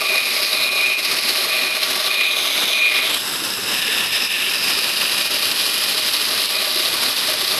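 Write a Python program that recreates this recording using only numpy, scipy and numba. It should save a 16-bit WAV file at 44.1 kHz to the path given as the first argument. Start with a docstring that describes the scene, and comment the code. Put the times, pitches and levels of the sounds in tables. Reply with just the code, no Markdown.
"""A band saw cuts a hardwood block close to a microphone: torn fibres, as noise, excite resonators of blade and block.
At first the teeth rasp and the binding blade squeals, a frequency-modulated tone in narrow-band noise, until 3.1 s.
Near 3.2 s the cutting weakens and a low rumble rises under the machine's roar, which is noise with a shaped spectrum.
From 3.7 s the cut gains again with hardly a squeal; from 2.7 s on dull knocks, decaying sines, come now and then.
Throughout, each turn of the wheel and each loop of the blade repeat a pattern of louder and softer moments."""
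import sys
import numpy as np
from scipy.fft import rfft, irfft, next_fast_len
from scipy.io import wavfile
from scipy.ndimage import uniform_filter1d, map_coordinates
from numba import njit

SR = 44100
rng = np.random.default_rng(int(sys.argv[2]) if len(sys.argv) > 2 else 0)


def store_wav(level_fs):
    """Save 16-bit WAV to argv[1]."""
    pcm = np.round(np.clip(np.atleast_2d(level_fs), -1, 1) * 32767)
    wavfile.write(sys.argv[1], SR, pcm.T.astype(np.int16))


N = 334698
TIME = np.arange(N) / SR

# Resonances of blade and kerf, levels counted from the bite before the constant trims in cut():
# [t/s, whine f/Hz, level/dB, kerf f/Hz, level/dB, rasp f/Hz, level/dB, upper rasp f/Hz, level/dB, block level/dB]
KERF_STAGES = [(0, 2300, -0.5, 2560, -1, 3900, -2.5, 5000, -6, -11),
               (0.3, 2270, -3, 2620, -6, 3900, -3.5, 5040, -6.5, -16.5),
               (0.45, 2160, -4, 2600, -7.5, 3960, -1, 5020, -5, -15.5),
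               (0.65, 2240, -6.5, 2560, -5, 3940, 0.5, 5120, -8.5, -13),
               (0.9, 2220, -4.5, 2540, -0.5, 3970, -2, 5130, -6.5, -12),
               (1.15, 2120, -4.5, 2730, -4.5, 4010, -1.5, 5030, -3, -18.5),
               (1.35, 2050, -6, 2880, -7, 4040, -0.5, 5050, -7, -14),
               (1.6, 2044, -7, 2700, -4, 3960, -0.5, 5200, -8.5, -14.5),
               (2.05, 1970, -8.5, 2814, -6.5, 3925, -1.5, 5160, -9, -15),
               (2.3, 2240, -5.5, 2887, -8.5, 3690, 1, 5020, -11, -17.5),
               (2.8, 2230, -6, 3000, -5.5, 3730, 1.5, 5000, -11, -15.5),
               (2.97, 2120, 0.5, 2990, -1, 3900, -1, 5050, -5, -12.5),
               (3.14, 2050, -8, 2900, 0, 3700, 0.5, 5030, -10, -17),
               (3.21, 1630, -14, 2810, -6, 3730, -3.5, 5070, -6.5, -22),
               (3.66, 1730, -13, 2720, -5.5, 3800, -7, 5180, -7, -29),
               (3.73, 1750, -10, 2760, -1.5, 3820, -6, 5170, -8, -31),
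               (3.9, 1750, -6, 2680, -1.5, 3660, -2.5, 5100, -9.5, -30),
               (4.25, 1780, -10, 2620, -0.5, 3750, -2.5, 5140, -4.5, -28),
               (4.45, 1740, -9, 2640, 2, 3770, -5.5, 5100, -11, -23),
               (4.58, 1776, -13, 2670, -2, 3850, -6, 5020, -3, -25),
               (4.9, 1810, -15, 2690, -2.5, 3870, -5.5, 4930, -5.5, -20),
               (5.8, 1856, -14.5, 2896, -4, 3930, -6, 4910, -5, -21.5),
               (6.6, 1940, -12.5, 2885, -6, 3950, -3, 4930, -6, -17.5),
               (7.59, 1975, -11.5, 2800, -9, 3750, -4, 4870, -6.5, -18.5)]
# How hard the teeth bite: [t/s, level/dB]
BITE_LEVEL = [(0, -25), (0.06, -19.5), (0.4, -19.5), (0.9, -20.5), (1.08, -22.5), (1.3, -20.5), (1.7, -22),
              (1.95, -20), (2.55, -20.5), (3.14, -21.5), (3.2, -25.5), (3.66, -24), (3.74, -21.5),
              (4.5, -22.5), (4.7, -20), (5.4, -20), (6.4, -20), (7.59, -19.5)]
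# Brief changes of loudness, mostly dips: [t/s, change of level/dB]
LEVEL_CHANGES = [(0.23, -4), (0.7, -9), (0.96, -7.5), (1.02, -4), (1.14, -1.5), (1.23, -0.5), (1.73, -0.5),
                 (1.8, -3), (1.87, -3), (1.99, -2), (2.35, -4), (3.03, -3.5), (4.21, -1.5), (4.3, -3),
                 (4.951, -4.5), (5.29, -2.5), (5.41, -2), (5.54, -1), (6.48, -5), (6.85, 1.5), (6.97, -2.5),
                 (7.15, -2), (7.39, 0)]
LEVEL_CHANGE_S = 0.011  # standard deviation of each Gaussian change
# A tooth catches: [t/s, level/dB, later set against the bite and lowered 15 dB]
TOOTH_CATCHES = [(0.2698, -6), (0.5289, -7), (0.6891, -4), (0.9892, -6), (1.0485, -6), (1.1123, -6),
                 (1.1662, -6), (1.4875, -6), (1.6476, -6), (1.706, -5), (1.8307, -9), (2.1268, -5),
                 (2.2063, -4), (2.3106, -5), (2.3678, -7), (2.7292, -6), (3.1437, -7), (4.5345, -7),
                 (5.3133, -8), (6.1394, -8), (6.5071, -7), (6.9381, -7)]
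# How much the wood damps the blade: [t/s, share]
WOOD_DAMPING = [(0, 0.96), (0.45, 1.03), (0.7, 0.78), (1.1, 0.99), (2.1, 1.02), (2.45, 0.81), (3.15, 0.96),
                (3.22, 0.61), (4.55, 0.65), (4.95, 0.75), (7.59, 1.03)]
# A thin, high ring of the blade: [t/s, f/Hz, level/dB counted from the bite]
BLADE_SHEEN = [(0, 6600, -28), (2.2, 6500, -24), (2.4, 6300, -16), (2.75, 6180, -15), (3.05, 6500, -35),
               (3.12, 7900, -14), (4.5, 7600, -28), (4.9, 7400, -36)]
# Modes of the block: [f/Hz, width/Hz, level/dB]
BLOCK_MODES = [(377, 21, 0), (625, 53, 3), (798, 33, -5), (1151, 61, 4)]
# Spectrum of the dust hiss: [f/Hz, density/dB per Hz]
DUST_SPECTRUM = [(400, -33), (1000, -2.5), (2000, -23), (5000, 2), (5700, -11), (6450, -6), (7400, -7),
                 (8720, -4), (11400, 4), (12800, -2)]
# The steadier sounds: [t/s, dust hiss level/dB counted from the bite, machine level/dB full scale]
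STEADY_LEVELS = [(0, -3.5, -27), (1.3, -3, -28.5), (2.3, -5, -28), (3.14, -3, -26.5), (3.22, -1, -27.5),
                 (3.8, -5.5, -27), (4.5, -4.5, -28), (4.7, -4, -26.5), (5.8, -3, -27.5),
                 (7.59, -4.5, -27.5)]
# Uneven places on the wheel: [share of a turn, bump/dB, width as share of a turn]
WHEEL_PLACES = [(.1, -1.4, .05), (.39, 2, .018), (.655, 1.8, .018), (.77, 1.1, .015), (.9, -.8, .03),
                (.97, 1, .015)]
# Uneven places along the blade: [share of a loop, bump/dB, width as share of a loop]
BLADE_PLACES = [(.02, 1, .02), (.35, 0.5, 0.042), (.46, 0, 0.015), (.56, 1, 0.0067), (.615, -0.9, .012),
                (.71, -0.5, 0.005), (.8, 0.5, 0.038)]
TURN_S, LOOP_S = .2394, .7184  # one loop of the blade is three wheel turns
# The blade binds and squeals: [start t/s, hold/s, level/dB, pitch sag/Hz before smoothing]
BINDS = [(0.06, 0.17, -24, 1.9), (0.55, 0.31, -25.5, 1.4), (0.786, 0.15, -21, 6.8), (1.054, .03, -29.5, 1),
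         (1.513, 0.043, -24.5, 3), (1.592, 0.14, -25.5, 3.5), (2.11, 0.081, -24.5, 6.5),
         (2.196, 0.075, -20, 10.5), (2.751, .06, -22, 9.8), (2.822, 0.053, -18, 19.6),
         (2.967, 0.016, -23, 14.3), (3.108, 0.017, -32.5, 8.7), (6.556, 0.021, -27, 1)]
RISE_DB_PER_S, FALL_DB_PER_S = 256, 119.5
# The faint note between the binds: [t/s, level/dB]
FAINT_NOTE = [(0, -30.5), (1.75, -36), (1.85, -44), (2.4, -35), (3.12, -43), (3.16, -70), (4.3, -72),
              (4.4, -47), (4.7, -35), (5.9, -35), (6.5, -39.5), (6.65, -36), (7.59, -38.5)]
SQUEAL_HZ, LOUD_SQUEAL_DB = 2453, -19  # the level is where the share of loudness is 1
# Changes while the squeal is loudest, the other sounds dip:
# [whine, kerf, upper rasp, dust, block, machine; each change/dB]
SQUEAL_DIPS = (-1.5, -8, -11, -6, -3.5, -7.5)
NARROWS = 0.14  # share by which the bands of the blade narrow their damping while the squeal is loudest
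# Dull knocks, likely the block or an offcut bouncing on the table: [t/s, level/dB, later raised 3 dB, f/Hz]
KNOCKS = [(2.699, -25, 645), (3.416, -26, 323), (3.586, -25, 410), (3.884, -25, 439), (4.472, -27, 388),
          (4.77, -27, 396), (5.948, -26.5, 420), (6.67, -22, 610), (6.758, -22, 365), (6.799, -26, 360),
          (6.936, -25, 383), (7.286, -22, 629), (7.426, -26, 348)]
# Spectrum of the machine's roar: [f/Hz, density/dB per Hz]
ROAR_SPECTRUM = [(20, -25), (36, -18), (60, -28), (80, -29), (98, -11), (141, -13.5), (222, -5.5),
                 (330, -3), (500, -3.5), (700, -7), (1040, -3), (1400, -1), (2200, -5.5), (12800, -14.5)]
# A low rumble: [t/s, level/dB counted from the machine's roar]
RUMBLE_LEVEL = [(0, -35), (3, -35), (3.2, -19.5), (4.2, -20.5), (5.5, -24), (6.5, -26.5), (7.59, -20.5)]
TOP_HZ = 12830  # band limit of the microphone


def cut(push):
    """Forced resonance: tearing fibres excite kerf, blade and block, weighted by the stage of the cut."""
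    (whine_hz, whine_db, kerf_hz, kerf_db, rasp_hz, rasp_db,
     upper_hz, upper_db, block_db) = curves(KERF_STAGES)
    dust_db = curves(STEADY_LEVELS)[0]
    grip = curves(WOOD_DAMPING)[0]
    sheen_hz, sheen_db = curves(BLADE_SHEEN)
    squeal_share = binding()[2]
    levels = (whine_db, kerf_db, upper_db, dust_db, block_db)
    whine_db, kerf_db, upper_db, dust_db, block_db = (
        db + change_db * squeal_share for db, change_db in zip(levels, SQUEAL_DIPS))
    tear = push * chips(spread_db=2.5)

    def band(hz, width_hz):
        """Cascaded resonance: two equal passes, with loudness evened out so it does not follow the width."""
        out = ring(ring(tear, hz, width_hz, SR), hz, width_hz, SR)
        return out / np.sqrt(uniform_filter1d(out ** 2, size=SR // 3) + 1e-12)

    damp = np.clip(grip * (1 - NARROWS * squeal_share), .1, 2)
    # neighbouring bands alternate in sign
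    blade = amp(whine_db - 2.5) * band(whine_hz, 900 * damp ** 3)
    blade -= amp(kerf_db - 1.0) * band(kerf_hz, 1100 * damp)
    blade += amp(rasp_db - 3.5) * band(rasp_hz, 1100 * damp)
    blade -= amp(upper_db + 2.27) * band(upper_hz, 850 * damp)
    blade += amp(sheen_db) * band(sheen_hz, np.full(N, 1200.))

    def block_response(f):
        """Modal superposition: the block's modes add with alternating sign."""
        return sum((-1) ** k * amp(db) * mode(hz, width_hz)(f)
                   for k, (hz, width_hz, db) in enumerate(BLOCK_MODES))

    block = amp(block_db + 4.5 + 1.5 * wobble(12)) * filtered(tear, block_response)
    dust = amp(dust_db) * filtered(tear, shape(DUST_SPECTRUM))
    return amp(bite()) * (blade + dust + block)


def chips(spread_db):
    """Impulsive excitation: fibres tear in dense cracks of unequal size, with a burst where a tooth catches."""
    tear = unit(rng.standard_normal(N) * amp(spread_db * wobble(1500)))
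    bite_db = bite()
    t = np.arange(SR // 30) / SR
    burst = np.ones(N + SR)
    for s, db in TOOTH_CATCHES:
        at = round(s * SR)
        decay = amp(db - bite_db[at] - 15 - 60 * t / .03)  # falls 60 dB in 30 ms
        burst[at:at + len(t)] += decay * (1 - np.exp(-t / .001))
    return tear * burst[:N]


def bite():
    """Excitation strength: level of the cutting in dB from its slow level and brief changes, mostly dips."""
    slow_db = curves(BITE_LEVEL)[0]
    return slow_db + sum(db * np.exp(-.5 * ((TIME - s) / LEVEL_CHANGE_S) ** 2) for s, db in LEVEL_CHANGES)


def surge():
    """Amplitude modulation: gain of the blade's push from the uneven wheel, the uneven blade and chance."""
    chance_db = 0.65 * wobble(30) + 0.86 * wobble(90)
    return amp(chance_db + uneven(WHEEL_PLACES, TURN_S) + uneven(BLADE_PLACES, LOOP_S))


def uneven(places, period_s):
    """Periodic modulation: bumps in dB return every period with slightly varying height."""
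    total_db = np.zeros(N)
    for place, db, width in places:
        away = (TIME / period_s - place + .5) % 1 - .5
        total_db += db * (1 + 0.086 * wobble(4.0)) * np.exp(-.5 * (away / width) ** 2)
    return total_db


def squeal(push):
    """Frictional self-oscillation: an unsteady note beats with a weaker one 120 Hz above, in narrow-band noise."""
    level_db, sag_hz, _ = binding()
    hz = SQUEAL_HZ - sag_hz

    def note(hz, stray_hz):
        """Frequency modulation: a sine of rms near 1 whose pitch and level stray at random."""
        phase = 2 * np.pi * np.cumsum(hz + stray_hz * wobble(40)) / SR
        return np.sqrt(2) * np.sin(phase) * amp(1.1 * wobble(30))

    tone = note(hz, 4) + amp(-11) * note(hz + 120, 18)
    haze = filtered(push * chips(spread_db=5.0), mode(2435, 194))
    gain = uniform_filter1d(amp(level_db), size=SR // 100)
    return gain * (tone + amp(-3.5) * haze)


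def binding():
    """Exponential growth and decay: squeal level (dB), pitch sag (Hz) and how loud the squeal is (share)."""
    level_db, sag_hz = curves(FAINT_NOTE)[0], np.zeros(N)
    for s, hold, db, hz in BINDS:
        before_s = np.clip(s - TIME, 0, None)
        after_s = np.clip(TIME - s - hold, 0, None)
        here_db = db - RISE_DB_PER_S * before_s - FALL_DB_PER_S * after_s
        sag_hz += hz * amp(here_db - db) * (here_db > level_db - 6)
        level_db = np.maximum(level_db, here_db)
    share = uniform_filter1d(amp(level_db - LOUD_SQUEAL_DB), size=SR // 12)
    return level_db, uniform_filter1d(sag_hz, size=SR // 10), share


def knocks():
    """Damped free vibration: each knock is a few softly started cycles of wood."""
    out = np.zeros(N + SR)
    t = np.arange(SR // 10) / SR
    for s, db, hz in KNOCKS:
        envelope = amp(db + 3.0 - 60 * t / 0.067) * (1 - np.exp(-t / 0.0021))  # falls 60 dB in 67 ms
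        at = round(s * SR)
        out[at:at + len(t)] += envelope * np.sin(2 * np.pi * hz * t)
    return out[:N]


def machine(push):
    """Broadband radiation: motor, wheels and guides roar, with the wheel's pattern, dips of the cut and chance."""
    bite_db = bite()
    # quick dips shared with the cutting, and chance
    dip_db = .5 * (bite_db - uniform_filter1d(bite_db, size=SR // 4))
    lumps = amp(dip_db + 1.65 * wobble(15) + 1.1 * wobble(60))
    spectrum = shape(ROAR_SPECTRUM)

    def frame(f):
        """Structural resonance: the cast frame strengthens the roar around one low note."""
        return spectrum(f) * (1 + 0.39 * mode(254, 28)(f))

    roar = filtered(lumps * push ** 0.75 * rng.standard_normal(N), frame)
    rumble = filtered(lumps * rng.standard_normal(N), lambda f: spectrum(f) * (f < 210))
    level_db = curves(STEADY_LEVELS)[1] + SQUEAL_DIPS[-1] * binding()[2]
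    return amp(level_db) * (roar + amp(curves(RUMBLE_LEVEL)[0]) * rumble)


@njit
def ring(x, hz, width_hz, sr):
    """Damped oscillator: a two-pole resonance whose centre and width move."""
    y = np.zeros(len(x))
    for i in range(2, len(x)):
        r = np.exp(-np.pi * width_hz[i] / sr)
        drive = (1 - r * r) ** .5 * (x[i] - x[i - 2])
        y[i] = drive + 2 * r * np.cos(2 * np.pi * hz[i] / sr) * y[i - 1] - r * r * y[i - 2]
    return y


def mode(centre_hz, width_hz):
    """Simple resonance: the causal frequency response of one mode, 1 at its centre."""
    return lambda f: 1j * f * width_hz / (centre_hz ** 2 - f * f + 1j * f * width_hz)


def shape(points):
    """Spectral envelope: the gain of (f/Hz, level/dB) points on a log axis."""
    f, db = np.transpose(points)
    return lambda hz: amp(np.interp(np.log(hz + 1), np.log(f + 1), db))


def filtered(x, response):
    """Linear filtering: x times a complex response of frequency, at rms 1."""
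    m = next_fast_len(N + SR // 2)
    return unit(irfft(rfft(x, m) * response(np.fft.rfftfreq(m, 1 / SR)), m)[:N])


def wobble(rate):
    """Random modulation: a smooth curve through random knots, rate knots a second."""
    return map_coordinates(rng.standard_normal(int(N * rate / SR) + 4), [TIME * rate])


def curves(rows):
    """Linear interpolation: one value per sample for each column after the time."""
    s, *cols = np.transpose(rows)
    return [np.interp(TIME, s, c) for c in cols]


def unit(x):
    """Normalisation: x scaled to rms 1."""
    return x / np.sqrt(np.mean(x ** 2) + 1e-20)


def amp(db):
    """Logarithmic level: decibels to gain."""
    return 10 ** (np.asarray(db) / 20)


def scene():
    """Superposition: all sources add at one microphone."""
    push = surge()
    return (cut(push) + squeal(push) + knocks() + machine(push))[None]


def record(dry):
    """Saturation and filtering: peaks are rounded, the port dips near 7 kHz, nothing passes the band limit."""
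    m = next_fast_len(N + SR // 2)
    hz = np.fft.rfftfreq(m, 1 / SR)
    soft = dry / (1 + np.abs(dry / .66) ** 4) ** (1 / 4)
    response = (1 - 0.5 * mode(7000, 600)(hz)) * (hz < TOP_HZ)
    return irfft(rfft(soft, m) * response, m)[:, :N]


dry = scene()
out = record(dry)
store_wav(out)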